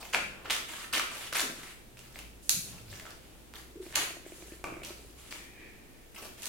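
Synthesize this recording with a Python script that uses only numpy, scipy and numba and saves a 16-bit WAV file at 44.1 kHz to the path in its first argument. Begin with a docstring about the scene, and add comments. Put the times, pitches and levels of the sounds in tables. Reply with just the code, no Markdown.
"""Heavy steel scissors snip four times through folded paper on the tiled floor of a bare, echoing room.
The blades clack open, the offcut is pulled away, and the blades clack shut while the recorder creaks in the hand.
A bangle knocks and buzzes on the floor, the sheet drags over the tiles as it is turned, and a new cut begins.
Paper and sliding steel are made from random grains, hits from short noise bursts and decaying tones.
Low rumbles, steady room noise and a wavering hum lie underneath."""
import sys
import numpy as np
from scipy import signal
from scipy.fft import rfft, irfft
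from scipy.io import wavfile
from numba import njit

SR = 44100
rng = np.random.default_rng(int(sys.argv[2]) if len(sys.argv) > 2 else 0)


def digitize_waveform(pressure):
    """Quantize a signal to 16-bit integers and store it at the path in sys.argv[1].

    Rows of a 2-D input are taken as channels; values are limited to [-1, 1].
    """
    field = np.atleast_2d(pressure).T
    bounded = np.clip(field, -1, 1)
    quanta = np.round(bounded * 32767).astype(np.int16)
    wavfile.write(sys.argv[1], SR, quanta)


N = 285768
TIME = np.arange(N) / SR   # seconds
CUTOFF_HZ = 16000          # nearly nothing is left above this pitch
CUT_EASE_DB = 6.5          # the bite is hardest at first and eases by this much towards the tips

# the blades bite and shear the paper, then reopen; levels are relative:
# (start_s, length_s, level_db, treble_db, ring_hz, reopening_level_db)
CUT_STROKES = [(0.127, 0.037, -29.5, 3, 2500, -77), (0.499, 0.057, -33.5, 6.5, 3180, -43),
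               (0.9256, 0.0588, -26.5, 3, 3170, -42), (1.347, 0.08, -30, 6, 2420, -49.5),
               (6.421, 0.13, -45, 8, 2760, -48)]
# tone colour of cutting, snaps and knocks: (pitch_hz, relative_level_db per Hz)
SHEAR_COLOUR = [(100, -17.5), (300, -8.5), (700, -3), (1100, 1.5), (1600, 4.5), (3100, 1.5), (4500, -2.5),
                (5700, -4.5), (7200, -6.5), (10000, -8), (15500, -17.5)]


def cutting(clump_db=2.0, tear_db=-2.0):
    """The closing blades tear through fibres in uneven clumps, each bundle giving way with a tiny snap."""
    gain, treble_db = strokes(CUT_STROKES, rise_s=0.0084, fall_s=0.01, ease_db=CUT_EASE_DB)
    clumps = grains(per_s=5000, spread_db=2.4) * from_db(clump_db * drift(400))
    fibres = flexing(clumps, patchy_db=5.0, rate=220)
    torn = sheet_ring(brighten(gain * fibres, treble_db), CUT_STROKES, sag_octaves_per_s=7.6,
                      wander_octaves=0.17, q=6.6, ring_db=-5.0)
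    return through(from_db(tear_db) * torn + splinters(), colour(SHEAR_COLOUR))


def splinters(per_s=210, size_db=11, spread_db=2.5, pitch_octaves=0.53, decay_s=0.001, count=48):
    """Thicker fibre bundles break one by one along each cut, each a short ping near the sheet's pitch."""
    rows = []
    for s, length, db, treble_db, ring_hz, reopening_db in CUT_STROKES:
        waits = rng.uniform(.2, 1.8, count)   # uneven gaps, 1 on average
        sizes, pitches = np.clip(rng.standard_normal((2, count)), -2, 2)
        for age, size, pitch in zip(np.cumsum(waits) / per_s, sizes, pitches):
            if age < length and s + age < TIME[-1]:
                level_db = db + size_db + spread_db * size - CUT_EASE_DB * age / length
                ping_hz = min(ring_hz * 2 ** (pitch_octaves * pitch), CUTOFF_HZ)
                rows.append((s + age, level_db, treble_db, ping_hz, decay_s))
    return cracks(rows, ring_db=8.0, ring_q=7.6)


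def snaps_and_knocks(apart_db=-11):
    """Each snap or knock cracks and rings; it reaches the two ears slightly differently."""
    # the folded sheet snaps and buckles, and the closing blades knock dully near 3.97 s:
    # (start_s, relative_strength_db, treble_db, ring_hz, decay_s)
    hits = [(.1355, -12.5, -19, 2720, 0.00035), (.1455, -11.5, -21, 1050, 0.0024),
            (.1472, -5, -9, 2420, 0.00036), (.156, -22, -3, 900, 0.00091), (.455, -20, -20, 1360, 0.014),
            (.4995, -14.5, -2, 3320, 0.00078), (.503, -9, -7, 3250, 0.0056),
            (.5075, -11.5, 3.5, 3340, 0.0021), (.512, -13, 0, 3800, 0.001), (.565, -19, 5, 1230, 0.0031),
            (.843, -24.5, -14, 1290, 0.0056), (.9415, -17, -2, 3020, 0.00071),
            (.9958, -11.5, -1, 2570, 0.0053), (.9962, -11, -12, 1250, 0.0014),
            (1.3275, -14, -8, 1400, 0.0018), (1.335, -24, 11, 1600, 0.0012),
            (1.3565, -23, -12, 1500, 0.0028), (1.3675, -14, -10, 1700, 0.0045),
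            (1.3965, -11, -2, 3800, 0.0035), (1.4045, -21.5, 15.5, 1621, 0.0025),
            (1.4125, -20, -10, 1600, 0.0018), (1.632, -28.5, 3, 1900, 0.013), (1.971, -35, 2, 2530, 0.0053),
            (1.991, -37, 11, 2780, 0.005), (2.158, -28.5, -13, 2190, 0.0025),
            (2.189, -27.5, 7, 2700, 0.0047), (2.928, -29.5, -4, 1740, .003),
            (2.9975, -27.5, 2, 1970, 0.0055), (3.054, -29.5, -24, 1380, 0.0021),
            (3.066, -28.5, -22, 1350, 0.0016), (3.106, -38.5, 12, 4900, 0.0034),
            (3.538, -28.5, 1, 900, 0.0016), (3.5635, -32.5, 2, 1680, .003), (3.926, -28, 1, 1930, 0.0013),
            (3.971, -19, -14, 1410, 0.0075), (3.98, -15, -12, 1220, 0.0046), (4.8345, -29, -4, 2880, .002),
            (4.848, -32, 12.5, 5970, 0.0058), (5.316, -28, -7, 2440, 0.0026),
            (5.325, -22.5, -4, 2360, 0.0021)]
    mid, side = (cracks(hits) for _ in range(2))
    stereo = mid + from_db(apart_db) * side * [[1], [-1]]
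    return from_db(3.5) * through(stereo, colour(SHEAR_COLOUR))


def gliding(judder_db=1.0):
    """Steel edges rub with a fine, uneven grain as the blades swing in the air."""
    # blades sliding on each other: (start_s, length_s, level_db, treble_db)
    glides = [(2.42, 0.063, -75, 22), (3.81, 0.14, -55, 2), (3.93, .022, -41, -18),
              (3.953, 0.074, -33.5, -5), (4.25, 0.3, -56.5, 2.5), (4.95, 0.18, -64.5, 4),
              (5.16, 0.29, -56.5, 0.5), (6.37, 0.068, -54.5, 2.5)]
    # tone colour of the rub: (pitch_hz, relative_level_db per Hz)
    rub_colour = [(200, -10.5), (700, -3), (1400, 1.5), (2000, 2.5), (2900, 2.5), (4000, -0.5), (5700, -3),
                  (7100, -0.5), (8500, -1.5), (11000, -2.5), (15500, -12)]
    # the hand pauses after a cut, then swings the blades apart
    pause_s, reopen_s, reopen_treble_db = 0.12, 0.17, -3.5
    reopenings = [(s + length + pause_s, reopen_s, db, reopen_treble_db)
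                  for s, length, *bite, db in CUT_STROKES]
    gain, treble_db = strokes(glides + reopenings, rise_s=0.01, fall_s=0.015, ease_db=1.0)
    juddering = grains(per_s=9000, spread_db=1.0) * from_db(judder_db * drift(80))
    rub = flexing(juddering, patchy_db=3.0, rate=110)
    return through(brighten(gain * rub, treble_db), colour(rub_colour))


def clacking(chatter_s=0.0013):
    """Steel chatters on steel; the hand damps the ring at once, and each mode radiates its own way."""
    # the blades hit their stop: (start_s, relative_level_db, treble_db, left_minus_right_db, left_ear_lag_s)
    clacks = [(2.4922, -31, 8, -3, 0), (2.4934, -4, 4.5, -4, 0.0011), (3.9542, -12, -5, -4, .00045),
              (3.957, -1.5, -6.5, -6, 0.0024), (6.421, -27, 4.5, -1, 0.011), (6.4565, -19.5, 2.5, -6, 0.01)]
    # ringing tones of the blades: (pitch_hz, width_hz, relative_level_db, left_minus_right_db)
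    steel_modes = [(1820, 640, -3, 3.5), (2700, 840, -1.5, 1.5), (4280, 660, -0.5, -3), (6560, 760, 3, 2),
                   (9150, 2500, -2.5, 2.5), (11100, 1600, -1.5, 1), (13700, 3000, -6, 10.5)]
    clicks = cracks([(s, db, treble_db, None, chatter_s) for s, db, treble_db, *place in clacks])
    ears = []
    for side in (.5, -.5):   # left, then right
        heard = clicks * from_db(side * held(clacks, axis=3))
        modes = [(hz, width, db + side * pan) for hz, width, db, pan in steel_modes]
        ears.append(through(heard, body(modes))[0])
    left, right = ears
    return np.array([np.interp(TIME - held(clacks, axis=4), TIME, left), right])


def rustling(clump_db=2.0):
    """Moving paper crackles in clumps; pressed flat, it drags with a smooth, hollow scrape."""
    # paper lifted, pulled and turned: (start_s, length_s, relative_level_db, treble_db, ring_hz, rise_s)
    rustles = [(0, 0.11, -54, 6.5, 2240, 0.00063), (0.298, 0.28, -52.5, -29, 1800, .01),
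               (0.444, 0.034, -46, -5.5, 1480, .004), (1.324, 0.032, -40, 6, 1600, 0.0029),
               (1.974, 0.16, -61, 6.5, 2700, 0.0026), (2.143, 0.063, -54.5, 6.5, 2700, 0.0067),
               (2.643, 0.17, -55, 6.5, 2580, 0.018), (2.862, 0.2, -54, 8, 2500, 0.051),
               (3.035, 0.092, -54.5, 2, 1240, 0.021), (3.21, 0.23, -63.5, 0, 2840, 0.044),
               (3.539, 0.052, -52, 6.5, 1210, .008), (4.829, 0.078, -48, 5.5, 2760, 0.005),
               (5.306, 0.033, -50.5, 10, 2600, 0.0056), (6.144, 0.023, -50.5, 5, 2200, 0.003),
               (6.174, 0.037, -51, 5.5, 1380, 0.0067), (6.216, 0.061, -49, 2.5, 2400, 0.005)]
    # the sheet drags over the tiles: (time_s, relative_level_db)
    drag_levels = [(5.38, -47.5), (5.5, -56), (5.62, -46), (5.72, -53), (5.88, -63), (6.05, -58.5)]
    # tone colours of loose paper and of the drag: (pitch_hz, relative_level_db per Hz)
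    paper_colour = [(150, -1.5), (400, 9), (850, 6), (1500, 4), (2000, 1.5), (2600, 5), (4000, 0.5),
                    (6000, -2.5), (9500, -3.5), (15500, -9)]
    scrape_colour = [(350, -0.5), (700, -8), (1400, -13), (1850, 7), (2080, -1), (2440, 7.5), (2750, -6),
                     (4300, -15), (15000, -36)]
    # each move of the sheet slackens by 6 dB
    gain = sum(from_db(db) * envelope(s, length, rise_s, fall_s=0.043, ease_db=6)
               for s, length, db, treble_db, ring_hz, rise_s in rustles)
    clumps = grains(per_s=2600, spread_db=1.0) * from_db(clump_db * drift(120))
    crackle = flexing(clumps, patchy_db=4.5, rate=110)
    rustle = sheet_ring(brighten(gain * crackle, held(rustles, axis=3)), rustles, sag_octaves_per_s=3.4,
                        wander_octaves=0.2, q=1.66, ring_db=-0.5)
    s, level_db = np.transpose(drag_levels)
    drag_gain = np.interp(TIME, s, from_db(level_db), left=0, right=0)
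    drag = drag_gain * grains(per_s=7500, spread_db=1.5)
    return (from_db(-1.0) * through(rustle, colour(paper_colour))
            + from_db(-8.0) * through(drag, colour(scrape_colour)))


def bangle():
    """The bangle knocks on the floor as the hand lands, then buzzes on while the hand turns the sheet."""
    # knocks through the paper: (start_s, relative_peak_db)
    knocks = [(4.6412, -25), (4.6445, -29)]
    # ringing tones of the bangle: (pitch_hz, width_hz, relative_level_db)
    bangle_modes = [(690, 600, -3.5), (1190, 94, 3.5), (1510, 190, -2), (2240, 100, 3.5), (2580, 160, 1.5),
                    (7540, 5700, -17)]
    rattle = slips(knocks[-1][0], length=.18, per_s=130, db=-37, ease_db=11)   # on the whole ever softer
    return contacts(knocks + rattle, bangle_modes, detune=0.038, vary_db=3.0)


def grip(groan_hz=368, groan_wander=1.0):
    """Sticking and slipping on the recorder's case reach the microphones directly, without echo."""
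    # the grip slips on the case: (start_s, peak_db)
    creak_hits = [(3.865, -36.5), (4.106, -37), (4.168, -36), (4.263, -36.5), (4.321, -37), (4.424, -36),
                  (4.521, -35.5), (4.643, -34), (4.68, -33), (4.724, -33), (4.767, -34.5), (4.819, -35),
                  (4.905, -34.5)]
    # a finger drags on the case and keeps its lowest tone groaning: (start_s, length_s, level_db)
    groans = [(3.753, 0.027, -37.5), (3.796, 0.05, -39.5)]
    # ringing tones of the case: (pitch_hz, width_hz, relative_level_db)
    case_modes = [(344, 41, 7), (646, 88, -3), (1050, 410, -22), (2420, 190, -12)]
    creaks = contacts(creak_hits, case_modes, detune=0.027, vary_db=3.0)
    # around the creaks the grip creeps on in tiny slips, slightly stronger with time
    creep_hits = slips(3.85, length=1.2, per_s=38, db=-48, ease_db=-1)
    creeping = contacts(creep_hits, case_modes, detune=0.093, vary_db=1.0)
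    pressure = sum(from_db(db) * envelope(s, length, rise_s=0.0083, fall_s=0.0083, ease_db=7.0)
                   for s, length, db in groans)
    tone = np.sin(2 * np.pi * groan_hz * TIME + groan_wander * drift(83))
    return creaks + creeping + pressure * from_db(3.3 * drift(150)) * tone


def rumbling(width_octaves=0.58, sink_octaves_per_s=2.5):
    """Dull, low noise whose centre slides down through a row of bands."""
    # rumbles that sink in pitch: (start_s, length_s, first_centre_hz, level_db)
    rumbles = [(0, 0.087, 900, -47), (0.134, 0.056, 770, -32), (0.145, 0.28, 228, -49),
               (0.948, 0.13, 480, -47.5), (1.41, 0.21, 343.3, -42.5), (2.16, 0.042, 199, -53),
               (2.534, 0.58, 180, -47.5), (2.878, 0.09, 67.6, -51), (3.965, 0.042, 577, -38),
               (6.215, 0.08, 430, -50)]
    gains = [from_db(db) * envelope(s, length, rise_s=0.014, fall_s=0.06, ease_db=13)
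             for s, length, hz, db in rumbles]
    centres = [np.log2(hz) - sink_octaves_per_s * (TIME - s) for s, length, hz, db in rumbles]
    out = 0
    for band_hz in 45 * 2 ** np.arange(0, 5, .5):   # half an octave apart
        edges_hz = [band_hz / 2 ** .25, band_hz * 2 ** .25]
        sos = signal.butter(2, edges_hz, "band", fs=SR, output="sos")
        share = 0
        for gain, centre in zip(gains, centres):
            distance = (np.log2(band_hz) - centre) / width_octaves
            share = share + gain * np.exp(-.5 * np.minimum(distance ** 2, 20))
        out = out + share * rms_one(signal.sosfilt(sos, rng.standard_normal(N)))
    return out / np.sqrt(2 * np.sqrt(np.pi) * width_octaves)   # keeps the bands' summed power level


def background(air_db=-54, waver_db=4.0, wander=1.8):
    """Steady room noise lies under low hum tones that waver in strength and phase."""
    # tone colour of the room noise: (pitch_hz, relative_level_db per Hz)
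    air_colour = [(12, -11), (22, 2), (45, -5), (80, -7.5), (150, -11), (350, -8.5), (600, -15.5),
                  (1100, -22.5), (3000, -23.5), (5000, -28.5), (9000, -27.5), (16000, -31)]
    # hum tones before wavering and swelling: (pitch_hz, relative_level_db)
    hum_tones = [(58, -65.5), (125, -72.5)]
    # the hum swells and fades: (time_s, gain_db)
    hum_swell = [(0, 3.5), (1.1, 0.5), (1.75, 1.5), (3.3, 8.5), (4.3, 1), (5.3, -0.5), (6.48, -5)]
    hum = 0
    for hz, db in hum_tones:
        tone = np.sin(2 * np.pi * hz * TIME + wander * drift(7.2))
        hum = hum + from_db(db + waver_db * drift(4.01)) * tone
    swell = from_db(np.interp(TIME, *np.transpose(hum_swell)))
    return from_db(air_db) * through(diffuse(N), colour(air_colour)) + np.sqrt(2) * swell * hum


def room(x, gap_s=0.00029, build_s=0.0082, ceiling_s=0.019, ceiling_db=-20, size=32768):
    """Hard walls answer with a dense tail whose bass lasts longest; the ceiling adds one distinct echo."""
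    # time the echo takes to fall by 60 dB: (pitch_hz, decay_s)
    decay_times = [(200, 1), (800, 0.51), (2000, 0.53), (10000, 0.5)]
    t, noise, tail = np.arange(size) / SR, rfft(diffuse(size)), 0
    hz = np.arange(noise.shape[1]) * SR / size
    band = np.round(np.log2(np.maximum(hz, 125) / 125))   # octaves above 125 Hz
    for k in np.unique(band):
        t60 = at_hz(decay_times, 125 * 2 ** k)
        tail = tail + irfft(noise * (band == k), size) * from_db(-60 * t / t60)
    tail = tail * np.clip((t - gap_s) / build_s, 0, 1)
    echo = from_db(ceiling_db) * signal.unit_impulse(size, round(ceiling_s * SR))
    return through(x, rms_one(tail) / np.sqrt(size) + echo)


def diffuse(size):
    """Noise from all directions: the ears hear it most alike in a low band, unalike well above and below."""
    # how alike left and right are: (pitch_hz, likeness from 0 to 1)
    likeness = [(60, 0), (250, 0.87), (600, 0)]
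    mid, side = rfft(rng.standard_normal((2, size)))
    alike = np.clip(at_hz(likeness, np.arange(len(mid)) * SR / size), -1, 1)
    return irfft(np.sqrt((1 + alike) / 2) * mid + np.sqrt((1 - alike) / 2) * side * [[1], [-1]], size)


def grains(per_s, spread_db, lag_spread=3.3):
    """Tiny random ticks of many sizes, each at its own spot and so with its own lag (samples) between ears."""
    sizes = from_db(spread_db * np.minimum(rng.exponential(1, N), 4)) * rng.choice([-1, 1], N)
    left = sizes * (rng.random(N) < per_s / SR)
    lag = np.round(lag_spread * rng.standard_normal(N))
    arrival = np.clip(np.arange(N) + lag, 0, N - 1).astype(int)
    return rms_one(np.array([left, np.bincount(arrival, left, N)]))


def flexing(x, patchy_db, rate, count=16):
    """As surfaces bend or rub, each band of pitches comes and goes on its own; unit power."""
    spectrum = rfft(x)
    hz = np.arange(spectrum.shape[1]) * SR / N
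    place = np.sqrt(np.minimum(hz / CUTOFF_HZ, 1)) * (count - 1)   # position along the row of bands
    out = 0
    for k in range(count):
        band = irfft(spectrum * np.maximum(1 - np.abs(place - k), 0), N)
        out = out + band * from_db(patchy_db * drift(rate))
    return rms_one(out)


def sheet_ring(x, rows, sag_octaves_per_s, wander_octaves, q, ring_db):
    """The free sheet rings at each row's ring_hz, which wanders and sinks as more paper comes loose."""
    age = np.clip(TIME - held(rows, axis=0), 0, .2)   # the sinking stops after 0.2 s
    octaves = wander_octaves * drift(70) - sag_octaves_per_s * age
    centre_hz = held(rows, axis=4) * 2 ** octaves
    return x + from_db(ring_db) * resonate(x, np.clip(centre_hz, 200, 6000), max(q, 1))


@njit
def resonate(x, centre_hz, q):
    """Band-pass with a moving centre, gain 1 on top."""
    out = np.zeros_like(x)
    for ear in range(2):
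        low, band = 0., 0.
        for i in range(x.shape[1]):
            step = 2 * np.sin(np.pi * centre_hz[i] / SR)
            low += step * band
            band += step * (x[ear, i] + 1e-18 - low - band / q)
            out[ear, i] = band / q
    return out


def cracks(rows, ring_db=6.0, ring_q=6.4):
    out = np.zeros(N)
    for s, db, treble_db, ring_hz, decay_s in rows:
        burst = from_db(db) * crack(decay_s)
        if ring_hz:
            ring = signal.lfilter(*signal.iirpeak(ring_hz, ring_q, fs=SR), burst)
            burst = burst + from_db(ring_db) * ring
        at = round(s * SR)
        out[at:at + len(burst)] += brighten(burst, treble_db)[:N - at]
    return out


def crack(decay_s, size=2048):
    """A dense noise burst that dies at once, evened out in colour; unit energy."""
    fade = np.exp(-np.arange(size) / SR / decay_s)
    burst = rng.standard_normal(size) * fade
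    for _ in range(2):
        spectrum = rfft(burst)
        burst = irfft(spectrum / (np.abs(spectrum) + 1e-9)) * np.sqrt(fade)
    return burst / np.linalg.norm(burst)


def slips(s, length, per_s, db, ease_db, jitter_s=0.007, spread_db=1.5):
    """Stick and slip: an uneven run of contacts that eases by ease_db, as rows (start_s, peak_db)."""
    due = np.arange(s, s + length, 1 / per_s)
    late, strength = rng.standard_normal((len(due), 2)).T
    peak_db = db - ease_db * (due - s) / length + spread_db * strength
    return list(zip(due + jitter_s * np.abs(late), peak_db))


def contacts(rows, modes, detune, vary_db, size=2048):
    """Each contact (start_s, peak_db) finds the object loaded anew, so its modes shift in pitch and strength."""
    out = np.zeros(N)
    for s, db in rows:
        loaded = [(hz * (1 + detune * rng.standard_normal()), width,
                   level_db + vary_db * rng.standard_normal()) for hz, width, level_db in modes]
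        at = round(s * SR)
        out[at:at + size] += from_db(db) * body(loaded, size)
    return out


def body(modes, size=4096):
    """Ring of a struck object: fading tones, where a wider mode dies faster; peak 1."""
    t = np.arange(size) / SR
    ring = 0
    for k, (hz, width, db) in enumerate(modes):
        fading = width * np.exp(-np.pi * width * t)
        ring = ring + (-1) ** k * from_db(db) * fading * np.sin(2 * np.pi * hz * t)
    return ring / np.abs(ring).max()


def strokes(rows, rise_s, fall_s, ease_db):
    """Gain and treble of strokes (start_s, length_s, level_db, treble_db) that share one envelope shape."""
    gain = sum(from_db(db) * envelope(s, length, rise_s, fall_s, ease_db) for s, length, db, *rest in rows)
    return gain, held(sorted(rows), axis=3)


def envelope(s, length, rise_s, fall_s, ease_db):
    """One stroke: it swells in, eases off while it lasts and then dies away."""
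    age = TIME - s
    rise = np.clip(age / rise_s, 0, 1)
    ease = from_db(-ease_db * np.clip(age / length, 0, 1))
    return rise * ease * np.exp(-np.clip((age - length) / fall_s, 0, 20))


def held(rows, axis):
    """A column of an event table, held from just before each event to the next."""
    rows = np.array(rows)
    latest = np.searchsorted(rows[:, 0], TIME + .001) - 1
    return rows[np.maximum(latest, 0), axis]


def brighten(x, treble_db, split_hz=4200):
    """Sharper contacts put more into the treble; each filter runs twice for a steeper split."""
    low, high = (np.tile(signal.butter(2, split_hz, kind, fs=SR, output="sos"), (2, 1))
                 for kind in ("low", "high"))
    return signal.sosfilt(low, x + 1e-18) + signal.sosfilt(high, x * from_db(treble_db) + 1e-18)


def colour(spectrum, size=4096):
    """Unit-energy impulse response with the given spectrum, sounding only after its input (minimum phase)."""
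    hz = np.arange(size // 2 + 1) * SR / size
    cepstrum = irfft(np.log(from_db(at_hz(spectrum, hz))))
    cepstrum[1:size // 2] *= 2
    cepstrum[size // 2 + 1:] = 0
    response = irfft(np.exp(rfft(cepstrum)))
    return response / np.linalg.norm(response)


def through(x, response):
    """Pass a signal through an impulse response."""
    return signal.oaconvolve(np.atleast_2d(x), np.atleast_2d(response), axes=-1)[:, :N]


def drift(rate):
    """Slow chance with spread 1: straight lines between random points, rate points per second."""
    knots = rng.standard_normal(4000)
    return rms_one(np.interp(TIME * rate, np.arange(len(knots)), knots))


def at_hz(points, hz):
    """Read a table on a log-frequency axis."""
    points = np.array(points)
    return np.interp(np.log(np.maximum(hz, 1)), np.log(points[:, 0]), points[:, 1])


def rms_one(x):
    """Scale to unit power."""
    return x / np.sqrt(np.mean(x ** 2) + 1e-20)


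def from_db(db):
    """Decibels to gain."""
    return 10 ** (np.asarray(db) / 20)


def scene():
    """Paper, steel and bangle sound in the room; the grip, rumbles and background are added dry."""
    paper = cutting() + gliding() + rustling()
    taps = snaps_and_knocks() + bangle()
    steel = clacking()
    # the room hears the steel's right side, a little less of it in the right echo
    sent = paper + from_db(1.5) * taps + from_db(1.0) * steel[1] * from_db([[-1.0], [-1.5]])
    return paper + taps + steel + room(sent) + grip() + rumbling() + background()


def record(dry):
    """The top is cut steeply."""
    return signal.sosfilt(signal.ellip(10, .2, 70, CUTOFF_HZ, fs=SR, output="sos"), dry)


dry = scene()
out = record(dry)
digitize_waveform(out)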